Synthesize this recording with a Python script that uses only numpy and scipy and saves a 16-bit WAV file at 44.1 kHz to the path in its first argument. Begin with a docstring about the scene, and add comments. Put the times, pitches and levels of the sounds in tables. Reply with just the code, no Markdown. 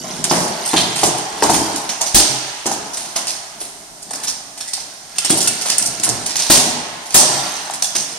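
"""Armoured sparring in an echoing hall

Two fighters in plate spar with batons and a shield: clanks, thuds and smashes are dying bursts of noise
with a few clear rings. Loose plates, leather and feet rattle as random touches on short resonances.
A helmet, three clear plates, a scrape, stamps and low thumps are ringing modes or sines. Decaying stereo
noise echoes nearly all of it; two microphone ports colour the sound and overload on the hardest blows."""
import sys
import numpy as np
from scipy import signal
from scipy.fft import rfft, irfft, next_fast_len
from scipy.io import wavfile
from scipy.ndimage import uniform_filter1d

SR = 44100
rng = np.random.default_rng(int(sys.argv[2]) if len(sys.argv) > 2 else 0)


def log_audio(samples):
    """Write samples as a 16-bit WAV file to the path given in sys.argv[1]."""
    # one column per channel
    frames = np.atleast_2d(samples).T
    # limit to full scale, then quantise
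    limited = np.clip(frames, -1, 1)
    pcm = np.round(limited * 32767).astype(np.int16)
    wavfile.write(sys.argv[1], SR, pcm)


N = 360738
GRAIN = 8192   # samples in one blow

# Plate strikes plate. Each row: start in seconds, level in dB, strongest ring in Hz, decay constant in
# seconds, low end (big plates) in dB, build-up constant in seconds, how far the ring stands out in dB.
PLATE_CLANKS = [(0.1565, -28, 6800, 0.012, -17, .001, 5), (0.2406, -3.5, 8520, 0.0065, 7.5, 0.00067, 1.5),
                (0.2932, -11, 5260, 0.014, 1, .003, 10), (0.3127, -17.5, 4960, 0.72, -11, .002, 2),
                (0.6506, -14.5, 9200, 0.045, -25, 0.0029, 6), (0.761, -3, 3900, 0.018, 13.5, .008, 4),
                (0.803, -11, 4300, .015, 6, 0.0033, 3), (0.955, -12.5, 4100, 0.1, 7, 0.0035, 1),
                (1.031, -3.5, 5040, 0.011, 2, 0.0043, -3), (1.056, -10.5, 6600, 0.022, -18, 0.0017, 3),
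                (1.1739, -14, 6620, 0.013, 9, .002, 1), (1.43, -6.5, 6800, .012, 0, 0.0018, 3),
                (1.458, -16, 4900, .0082, -16, 0.00081, 1), (1.494, -12.5, 9500, 0.082, -16, .003, 0),
                (1.539, -5.5, 8000, 0.011, 9, 0.0013, -2), (1.549, -14, 6500, 0.017, -1, 0.0009, 11),
                (1.7575, -14.5, 7940, 0.018, -3, 0.0018, -1), (1.8898, -10.5, 6040, 0.021, 10, 0.0016, 7),
                (2.0098, -7.5, 6370, 0.016, 4.5, 0.00085, 3.5), (2.0585, -15, 6000, .048, 2, 0.0024, 2),
                (2.198, -0.5, 5120, 0.0051, 5, 0.00088, 5), (2.66, -10, 6600, 0.013, 0, 0.00092, 4),
                (2.7134, -15, 6540, 0.028, 2, 0.0018, 4), (2.931, -18.5, 5820, 0.026, -5, 0.0035, 0),
                (2.969, -13.5, 8600, 0.0075, 7, 0.0019, 5), (2.98, -22, 6060, 0.11, 5.5, .004, 0),
                (3.157, -9.5, 6600, 0.024, 4, 0.002, 2), (3.268, -12, 5000, 0.015, 5.5, 0.0017, 5),
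                (3.279, -16, 6030, 0.045, 1, 0.004, 1), (3.5994, -20.5, 10000, 0.06, 4, .003, 7),
                (4.021, -24.5, 5060, 0.012, -15, 0.0017, -3), (4.107, -17, 8760, .004, -8, .001, 8),
                (4.132, -18.5, 6250, .008, -8, .001, -2), (4.149, -21, 6540, .006, -16, .002, -1),
                (4.156, -19, 5400, .004, -20, .001, 3), (4.228, -14.5, 9200, 0.012, 3, 0.0076, 0),
                (4.27, -12, 5470, 0.014, 2, .003, 4), (4.2792, -14, 5470, 0.016, 0, .004, 5),
                (4.331, -29, 8700, .008, 3, .003, 4), (4.573, -22, 8300, 0.015, 8, .002, 3),
                (4.6044, -18.5, 5250, 0.034, 4, .001, -2), (4.6743, -21.5, 7350, 0.024, -7, .002, 2),
                (4.7321, -13, 4560, .022, 0, .001, 5.5), (4.8, -22, 6100, 0.013, 0, .002, 1),
                (5.158, -22.5, 6000, .01, 5, .002, -4), (5.182, -6.5, 9070, 0.0085, 2, .0015, 3.5),
                (5.245, -7.5, 8300, 0.015, 9, 0.0033, 3), (5.2939, -4.5, 8800, 0.026, 0, 0.0027, 8),
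                (5.3702, -9.5, 8640, 0.014, -23, 0.0031, 2), (5.402, -10, 7000, 0.04, -8, .003, -1),
                (5.473, -2.5, 9270, 0.0066, 1.5, 0.0018, 5), (5.6093, -13, 5100, 0.017, 2, 0.0029, 1),
                (5.654, -11, 8900, 0.028, 7, .005, 3), (5.694, -6, 5060, 0.021, 6.5, .006, 4),
                (5.7813, -0.5, 8900, 0.0039, -25, 0.00046, 11), (5.8232, -9.5, 8900, .004, -27, 0.0018, 1),
                (5.851, -10, 8800, 0.011, -15, .008, -1), (5.997, -14.5, 8300, 0.0037, -3, 0.0012, 3),
                (6.031, -5, 8740, 0.013, 4, 0.0051, 5.5), (6.088, -7, 6380, 0.0068, -13, 0.0021, 1),
                (6.259, -10.5, 8560, 0.0085, 0, 0.0042, 1), (6.293, -14, 4930, 0.0067, 9, .001, 3),
                (6.305, -14.5, 5000, 0.016, 8, 0.00091, 9), (6.355, -6, 8650, .004, 4.5, .001, -9),
                (6.365, -8.5, 7150, 0.0033, -6, 0.00078, 3), (6.372, -12, 4500, 0.12, 5.5, 0.0049, 2),
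                (6.394, -14, 5900, 0.0069, 8, 0.0025, 15), (6.4194, -12, 5500, 0.0049, 3, .002, 6),
                (7.0565, -25.5, 4820, 0.016, -13, .002, -1), (7.103, -20, 4830, 0.059, 6, 0.0026, 3),
                (7.198, -4, 5950, 0.0066, -17, .002, 7), (7.707, -20, 7170, 0.0051, -9, .001, 4),
                (7.7337, -15, 8500, 0.0085, 5, .003, 4), (7.754, -23, 6000, 0.0068, -6, .002, 1),
                (7.821, -5, 6020, .004, -3, 0.0025, 2), (7.83, -12.5, 8900, 0.028, -10, .002, -1),
                (7.95, -10, 5900, 0.047, 1.5, 0.0013, 4)]
# Full-force blows that shake a whole suit. Each row: as for clanks, then low thump in dB.
SUIT_SMASHES = [(2.1451, 8.4, 8480, 0.021, 2.5, 0.00033, 0.9, 12.5),
                (6.4981, 4.2, 9050, 0.05, 3, .0006, 0.83, 7), (7.1429, 9.1, 8370, 0.02, -2, .0004, 3.6, 2)]
# Armour shifting as the fighters move. Each row: time in seconds, small plates in dB, leather and feet in dB.
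GEAR_MOVING = [(0.0, -27.5, -32.5), (0.41, -32, -24.5), (0.7, -22.5, -38), (0.98, -25.5, -33),
               (1.25, -32, -43), (1.5, -21.5, -21.5), (1.9, -31, -40), (2.499, -32.5, -57),
               (3.1, -36.5, -41), (3.401, -40.5, -49.5), (3.95, -48.5, -49.5), (4.249, -32, -43),
               (4.45, -56, -46), (4.75, -35, -51), (5.05, -43, -47), (5.3, -21.5, -38), (5.58, -28.5, -41),
               (5.9, -30, -32), (6.3, -29.5, -37.5), (6.9, -47, -49), (7.35, -22, -30), (7.6, -27.5, -43),
               (7.8, -41, -63), (8.18, -30.5, -46)]


def from_db(db):
    """Decibels to gain."""
    return 10 ** (np.asarray(db) / 20)


def rms_one(x):
    """Scaled to unit rms."""
    return x / np.sqrt(np.mean(x ** 2) + 1e-20)


def at_hz(points, hz):
    """A table of (Hz, value) read on a log axis."""
    points = np.array(points)
    return np.interp(np.log(hz + 1), np.log(points[:, 0]), points[:, 1])


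def ring(clicks, hz, t60_s):
    """Two-pole resonance: a unit click starts a dying sine of height 1."""
    radius = from_db(-60 / (t60_s * SR))
    w = 2 * np.pi * hz / SR
    return signal.lfilter([0, np.sin(w)], [1, -2 * radius * np.cos(w), radius ** 2], clicks + 1e-18)


def causal(db):
    """Minimum-phase response for gains on an rfft grid, by folding the cepstrum."""
    cepstrum = irfft(db * np.log(10) / 20)
    half = len(cepstrum) // 2
    cepstrum[1:half] *= 2
    cepstrum[half + 1:] = 0
    return np.exp(rfft(cepstrum))


def add_grain(out, start_s, grain):
    """Mix one grain into the last axis of out."""
    at = int(start_s * SR)
    out[..., at:at + GRAIN] += grain


def diffuse(size, gain_of_band):
    """Diffuse field: half-octave bands of stereo noise, left-right likeness and gain set per band."""
    # Each row: frequency in Hz, left-right likeness (1 = same).
    likeness = [(30, .2), (60, 1), (125, 0.99), (250, 0.95), (600, 0.74), (1200, 0.018), (3000, 0.01),
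                (12000, 0.047)]
    out = 0
    edges_hz = 25 * 2 ** np.arange(0, 9.6, .5)
    white = rng.standard_normal((2, 2, size))   # two mid-side pairs, so neighbouring bands differ
    for k, (low_hz, high_hz) in enumerate(zip(edges_hz, edges_hz[1:])):
        band = signal.butter(2, [low_hz, high_hz], "band", fs=SR, output="sos")
        mid, side = signal.sosfilt(band, white[k % 2])
        hz = np.sqrt(low_hz * high_hz)
        alike = np.clip(at_hz(likeness, hz), -1, 1)
        stereo = np.sqrt(1 + alike) * mid + np.sqrt(1 - alike) * side * [[1], [-1]]
        out = out + gain_of_band(hz) * stereo
    return out


def hall_air():
    """Steady hum of the hall: diffuse noise coloured by band."""
    # Each row: frequency in Hz, relative level in dB.
    colour = [(18, -41), (30, 22), (337, -5), (497, -34), (612, 10.5), (2030, -1), (8920, -2), (15000, -7)]
    rms_db = -37
    return from_db(rms_db) * rms_one(diffuse(N, lambda hz: from_db(at_hz(colour, hz))))


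def hall(x):
    """Echo: noise tails that build up fast and die by band, redrawn as the fighters shift place."""
    # Each row: frequency in Hz, time to fall 60 dB in seconds (before the early boost).
    t60_table = [(80, 0.52), (135, 0.86), (230, 0.62), (560, 1.51), (1470, 3.35), (3880, 1.47),
                 (10200, 0.54)]
    hall_db, build_s, places = -2, 0.00035, 12
    early_db, early_s = 7.5, 0.1   # near walls and floor answer first
    t = np.arange(3 * SR // 2) / SR
    out = np.zeros((2, N + 2 * SR))
    shape = (1 - np.exp(-t / build_s)) * from_db(early_db * np.exp(-t / early_s))
    step = N // places + 1
    for at in range(0, N, step):
        tail = shape * diffuse(len(t), lambda hz: from_db(-60 * t / at_hz(t60_table, hz)))
        tail /= np.sqrt(np.sum(tail ** 2) / 2)
        echo = signal.fftconvolve(x[None, at:at + step], tail, axes=1)
        out[:, at:at + echo.shape[1]] += echo[:, :N + 2 * SR - at]
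    return from_db(hall_db) * out[:, :N]


def rattle(level_db, lo_hz, hi_hz, per_s, cycles, spread_db):
    """Small random touches dealt to 30 resonances, each falling 60 dB in the given cycles."""
    sizes = from_db(spread_db * np.minimum(rng.exponential(1, N), 3.0)) * rng.choice([-1, 1], N)
    touches = sizes * (rng.random(N) < per_s / SR)
    dealt = rng.integers(0, 30, N)
    pitches_hz = np.geomspace(lo_hz, hi_hz, 30)
    total = sum(ring(touches * (dealt == k), hz, cycles / hz) for k, hz in enumerate(pitches_hz))
    return from_db(level_db) * rms_one(total)


def shaken(moving_db, hits, offset_db, settle_s):
    """Level in dB of loose gear: the fighters' movement, plus a shake that settles after each hit."""
    power = np.zeros(N)
    for s, db, *_ in hits:
        power[int(s * SR)] += from_db(2 * (db + offset_db))
    settling = signal.lfilter([1], [1, -np.exp(-2 / (settle_s * SR))], power)
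    return 10 * np.log10(from_db(2 * moving_db) + settling)


def loose_plates():
    """Jingle of small plates, shaken by movement and clanks; rows: left, right, into the hall."""
    s, plates_db, _ = np.transpose(GEAR_MOVING)
    moving_db = np.interp(np.arange(N) / SR, s, plates_db)
    level_db = shaken(moving_db, PLATE_CLANKS + SUIT_SMASHES, offset_db=-23, settle_s=0.036)
    jingle = rattle(level_db, lo_hz=1375, hi_hz=16040, per_s=1700., cycles=70, spread_db=4.0)
    # the jingle comes from farther off, so less arrives straight
    return from_db([[-3], [-3], [0]]) * jingle


def leather_and_feet(thud_table):
    """Shuffle: heavily damped low touches, shaken by movement and thuds."""
    s, _, feet_db = np.transpose(GEAR_MOVING)
    moving_db = np.interp(np.arange(N) / SR, s, feet_db)
    level_db = shaken(moving_db, thud_table, offset_db=-23.5, settle_s=0.15)
    return rattle(level_db, lo_hz=196.0, hi_hz=1550, per_s=270.0, cycles=2.96, spread_db=4.5)


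def blows(table, corners_hz, edge_db, t60_s, width, clear_db, touches_per_s, first, count):
    """Each blow is a dying burst of uneven touches; rows: straight left, straight right, into the hall."""
    out, t = np.zeros((3, N + GRAIN)), np.arange(GRAIN) / SR
    f = np.fft.rfftfreq(GRAIN, 1 / SR) + 1
    for s, level_db, hz, dies_s, low_db, builds_s, focus_db, high_db, hall_db in table:
        dies_s = max(dies_s, .001)
        swell = 1 - np.exp(-t / max(builds_s, 1 / SR))
        corners_db = [low_db + edge_db, low_db, 0, 0, high_db, high_db + edge_db]
        focus = focus_db * np.exp(-(np.log(f / hz) / width) ** 2)
        colour = causal(at_hz(list(zip(corners_hz, corners_db)), f) + focus)
        # every touch wakes other overlapping modes, which die as noise
        touches = rng.exponential(1, GRAIN) * (rng.random(GRAIN) < touches_per_s / SR)
        touches[int(builds_s * SR)] = first
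        decay = from_db(-60 / (t60_s * SR))
        envelope = signal.lfilter([1], [1, -decay], touches * swell * np.exp(-t / dies_s))
        dense = rfft(rng.standard_normal(GRAIN) * envelope)
        # a few modes near the ring stand clear
        modes_hz = hz * np.exp(np.append(0, rng.normal(0, 1, count)) * width)
        sines = np.sin(2 * np.pi * np.outer(t, modes_hz)).sum(1)
        clear = rfft(from_db(clear_db) * sines * swell * np.exp(-t / np.minimum(2.15 * dies_s, 0.023)))
        straight = irfft((dense + clear) * colour)
        # summed over all directions the chance dips and peaks of the burst even out
        even = dense / np.abs(dense) * np.sqrt(np.sum(irfft(dense) ** 2))
        spread = irfft((even + .5 * clear) * colour) * np.exp(-t / (7.3 * dies_s + t60_s))
        right = np.roll(straight, rng.integers(1, 5))   # each blow comes from its own direction
        onset = straight[:int((builds_s + dies_s + .005) * SR)]
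        gain = from_db(level_db) / (3 * np.sqrt(np.mean(onset ** 2)))
        add_grain(out, s, gain * np.array([straight, right, from_db(hall_db) * spread]))
    return out[:, :N]


def thuds(thud_table):
    """Soft contacts: low, quickly damped bursts with a boom below and a crack above."""
    rows = []
    for s, level_db, hz, boom_db, crack_db, hall_db in thud_table:
        dies_s, builds_s, focus_db = 0.0095, .0008, 2.5
        rows.append((s, level_db, hz, dies_s, boom_db, builds_s, focus_db, crack_db, hall_db))
    return blows(rows, corners_hz=[50, 320, 550, 950, 1700, 6000], edge_db=-20.0, t60_s=0.023,
                 width=0.34, clear_db=-22.5, touches_per_s=270.0, first=2.78, count=1)


def clanks_and_smashes():
    """Steel on steel: bright bursts; small, high-ringing plates have the brighter top end."""
    rows = []
    for row in PLATE_CLANKS + [smash[:-1] for smash in SUIT_SMASHES]:
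        high_db = -5.5 + 3 * np.log2(row[2] / 6500)   # 3 dB per octave of ring
        rows.append((*row, high_db, 0))
    return blows(rows, corners_hz=[500, 2500, 4800, 9500, 12500, 20000], edge_db=-7.0, t60_s=0.012,
                 width=0.22, clear_db=-12.5, touches_per_s=2600., first=3.9, count=8)


def helmet():
    """A glancing blow, its bounce and the baton's grind ring the helmet, each mode by touches of its own."""
    # Each row: mode in Hz, relative level in dB, time to fall 60 dB in seconds.
    modes = [(3130, 1, .06), (3165, -6, .15), (3215, -3, .17), (3270, 0, .07), (3520, -2, .08),
             (3620, -4, .07), (3800, -4, .06), (3985, -11, .25), (4010, -6, .35), (4110, -4, .07),
             (4320, -5, .07), (4500, -3, .08), (4650, -6, .06)]
    blow_s, grind_s, bounce_s, touch_s = .7605, .09, .042, .016
    level_db, grind_db, bounce_db = -27.5, -18, -3.5
    out, t = np.zeros(N), np.arange(N) / SR - blow_s
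    force = from_db(grind_db) * (t > 0) * (t < grind_s)
    for after_s, db in (0, 0), (bounce_s, bounce_db):
        force = force + from_db(db) * np.sin(np.pi * np.clip((t - after_s) / touch_s, 0, 1))
    for hz, db, t60_s in modes:
        hits = force * rng.standard_normal(N) * (rng.random(N) < 2200. / SR)
        out += from_db(level_db + db) * ring(hits, hz, t60_s)
    return out


def stamps():
    """The floor booms briefly under each stamp: a dying low sine."""
    # Each row: start in seconds, level in dB, boom in Hz.
    stamp_table = [(0.957, -22, 149), (1.55, -15.5, 84), (2.3, -18, 131), (5.838, -39, 152),
                   (6.098, -15, 111), (7.295, -19.5, 136)]
    decay_s = 0.021
    out, t = np.zeros(N + GRAIN), np.arange(GRAIN) / SR
    for s, db, hz in stamp_table:
        add_grain(out, s, from_db(db) * np.sin(2 * np.pi * hz * t) * np.exp(-t / decay_s))
    return out[:N]


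def thumps():
    """A dying low sine with each full-force blow, stronger on the right."""
    thump_hz, decay_s, left_db = 44.4, 0.035, -9
    out, t = np.zeros(N + GRAIN), np.arange(GRAIN) / SR
    for s, *_, thump_db in SUIT_SMASHES:
        add_grain(out, s, from_db(thump_db) * np.sin(2 * np.pi * thump_hz * t) * np.exp(-t / decay_s))
    return out[:N] * from_db([[left_db], [0]])


def clear_plates():
    """Three plates ring clear of the rattle: a close pair of dying sines per mode, so that it beats a little."""
    # Modes, each row: frequency in Hz, relative level in dB, time to fall 60 dB in seconds.
    # Hits, each row: start in seconds, level in dB, loudest ring in Hz.
    broad_modes = [(1440, 0, .1), (2300, -7, .03), (2660, 0, .04), (3010, -6, .04), (3550, -4, .05),
                   (4530, -5, .06), (5070, -6, .05), (5870, -3, .04), (6430, -9, .05)]
    broad_hits = [(4.279, -26, 4500), (4.732, -21, 4700), (5.183, -11, 2900), (5.473, -11, 2600),
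                  (7.147, -15, 1440), (7.822, -21, 3010)]
    narrow_modes = [(1710, 5, .1), (2750, -5, .16), (3450, -2, .06), (3780, -5, .05), (4230, -8, .06),
                    (5490, 0, .08)]
    narrow_hits = [(4.607, -23, 3300), (5.25, -17, 5490), (5.698, -25, 1710), (7.15, -8, 2750),
                   (7.843, -19, 3450)]
    small_modes = [(3350, -2, .2), (4750, -4, .08), (5250, -3, .07), (6920, -2, .09)]
    small_hits = [(5.253, -20, 5250), (5.314, -14, 3350), (5.405, -14, 6920), (5.72, -20, 4750)]
    uneven_db, loss_db_per_octave = 2, -12   # each blow lands elsewhere on the plate
    out, t = np.zeros(N + GRAIN), np.arange(GRAIN) / SR
    swell = 1 - np.exp(-t / 0.0005)   # the plate takes the blow
    for modes, hits in (broad_modes, broad_hits), (narrow_modes, narrow_hits), (small_modes, small_hits):
        for s, hit_db, loudest_hz in hits:
            for hz, mode_db, t60_s in modes:
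                partner_hz = hz * rng.uniform(1.005, 1.02)
                pair = np.sin(2 * np.pi * hz * t) + 0.25 * np.sin(2 * np.pi * partner_hz * t)
                spot_db = uneven_db * rng.normal() + loss_db_per_octave * abs(np.log2(hz / loudest_hz))
                add_grain(out, s, from_db(hit_db + mode_db + spot_db - 60 * t / t60_s) * pair * swell)
    return out[:N]


def scrape():
    """An edge slides along a plate: a rough sine that rises in pitch."""
    start_s, lasts_s, level_db, start_hz, rise_hz = 4.656, .06, -33, 1900, 150
    along = np.clip((np.arange(N) / SR - start_s) / lasts_s, 0, 1)
    rough = 1 + 1.1 * rms_one(uniform_filter1d(rng.standard_normal(N), size=150))
    phase = 2 * np.pi * np.cumsum(start_hz + rise_hz * along) / SR
    return from_db(level_db) * np.abs(np.sin(np.pi * along)) * rough * np.sin(phase)


def scene():
    """Blows and rattle, heard straight and through the hall, with thumps and air added."""
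    # Baton on shield or padding, heavy steps. Each row: start in seconds, level in dB, strongest ring in Hz,
    # deep boom in dB, sharp crack in dB, extra into the hall in dB.
    thud_table = [(0.041, -19, 755, -14, -7, 7.5), (0.311, 3, 657, 8, -2, 5), (0.732, 2.5, 838, 8, -4, 2),
                  (0.763, -9.5, 340, 2, 6, -5), (1.03, -0.5, 425, 2, -12, 4.5),
                  (1.423, 5, 816, 6.5, -6.5, 2.5), (1.4935, 2, 813, -22, -13, -4),
                  (2.008, -15.5, 825, -20, -15, 6), (2.146, -3.5, 294, 9.5, -26, 6),
                  (2.657, -5.5, 815, 2.5, -5.5, 2.5), (2.666, -15, 290, 9, -4, 11),
                  (2.712, -10, 790, -12, -7, -5), (3.158, -12.5, 691, -25, 2.5, 7.5),
                  (3.613, -19.5, 363, 4, -8, 2), (4.1076, -17, 910, -7, -4, 0.5),
                  (4.132, -16.5, 1190, 3, 1, 8.5), (4.776, -19.5, 786, -23, 0, 3),
                  (5.3, 1, 443, 17, 3, -2.5), (5.325, -3.5, 335, 15, -10, -8),
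                  (5.654, -15, 924, -20, -9, 2), (6.062, -13.5, 652, 9.5, -3, 9.5),
                  (6.5, 6.5, 407, 9, -0.5, 1.5), (7.143, 4, 850, 1, -6.5, 3.5),
                  (7.6975, -11.5, 902, -44, -4, -4), (7.821, -17, 824, -32, -5, -4),
                  (7.952, -9.5, 259, 3.5, 10, 2)]
    air = hall_air()
    # rows: left, right, into the hall
    steel = loose_plates() + clanks_and_smashes() + helmet() + clear_plates() + scrape()
    feet = leather_and_feet(thud_table) + stamps()
    soft = thuds(thud_table) + from_db([[0], [0], [5.5]]) * feet   # feet and leather fill the hall more
    return steel[:2] + soft[:2] + hall(steel[2] + soft[2]) + thumps() + air


def record(dry):
    """Port colour and lag, a lopsided overload that thumps on the hardest blows, the top cut."""
    # Each row: frequency in Hz, port gain in dB.
    left_port = [(30, -16.5), (120, -12), (330, -8.5), (430, -12), (515, -10.5), (610, -7.5), (750, -3.5),
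                 (1400, -14.5), (2500, -11.5), (4800, -3), (6000, -9), (7300, -1), (7850, -3.5),
                 (8300, 4.5), (9000, -1.5), (11000, -3), (14000, -11), (15700, -33.5)]
    right_port = [(30, -40), (120, -10), (330, -9), (430, -9), (515, -20), (610, -6), (750, -5.5),
                  (1400, -14), (2500, -12), (4800, 0.5), (6000, 4.5), (7200, 1.5), (7800, -6.5), (8500, 2),
                  (9100, 5), (10200, -5), (12500, -17), (15700, -23.5)]
    right_lag_s, gain_db, top, lopsided, cutoff_hz = 1e-5, 3.5, 0.93, 0.034, 15790
    size = 2 * next_fast_len(N // 2 + 2048)
    hz = np.fft.rfftfreq(size, 1 / SR)
    left = causal(at_hz(left_port, hz))
    right = causal(at_hz(right_port, hz)) * np.exp(-2j * np.pi * hz * right_lag_s)
    x = irfft(rfft(dry, size) * from_db(gain_db) * [left, right], size)[:, :N]
    x = x / (1 + np.abs(x / top) ** 20.0) ** (1 / 10.1)   # peaks beyond the top fold back
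    x = x + lopsided * from_db([[-8], [0]]) * x ** 4   # even power: loud blows push one way
    x = signal.sosfilt(signal.butter(1, 25., "high", fs=SR, output="sos"), x)
    x = signal.sosfilt(signal.ellip(10, .5, 40, cutoff_hz, fs=SR, output="sos"), x)
    return np.clip(x, -1, 1)


dry = scene()
out = record(dry)
log_audio(out)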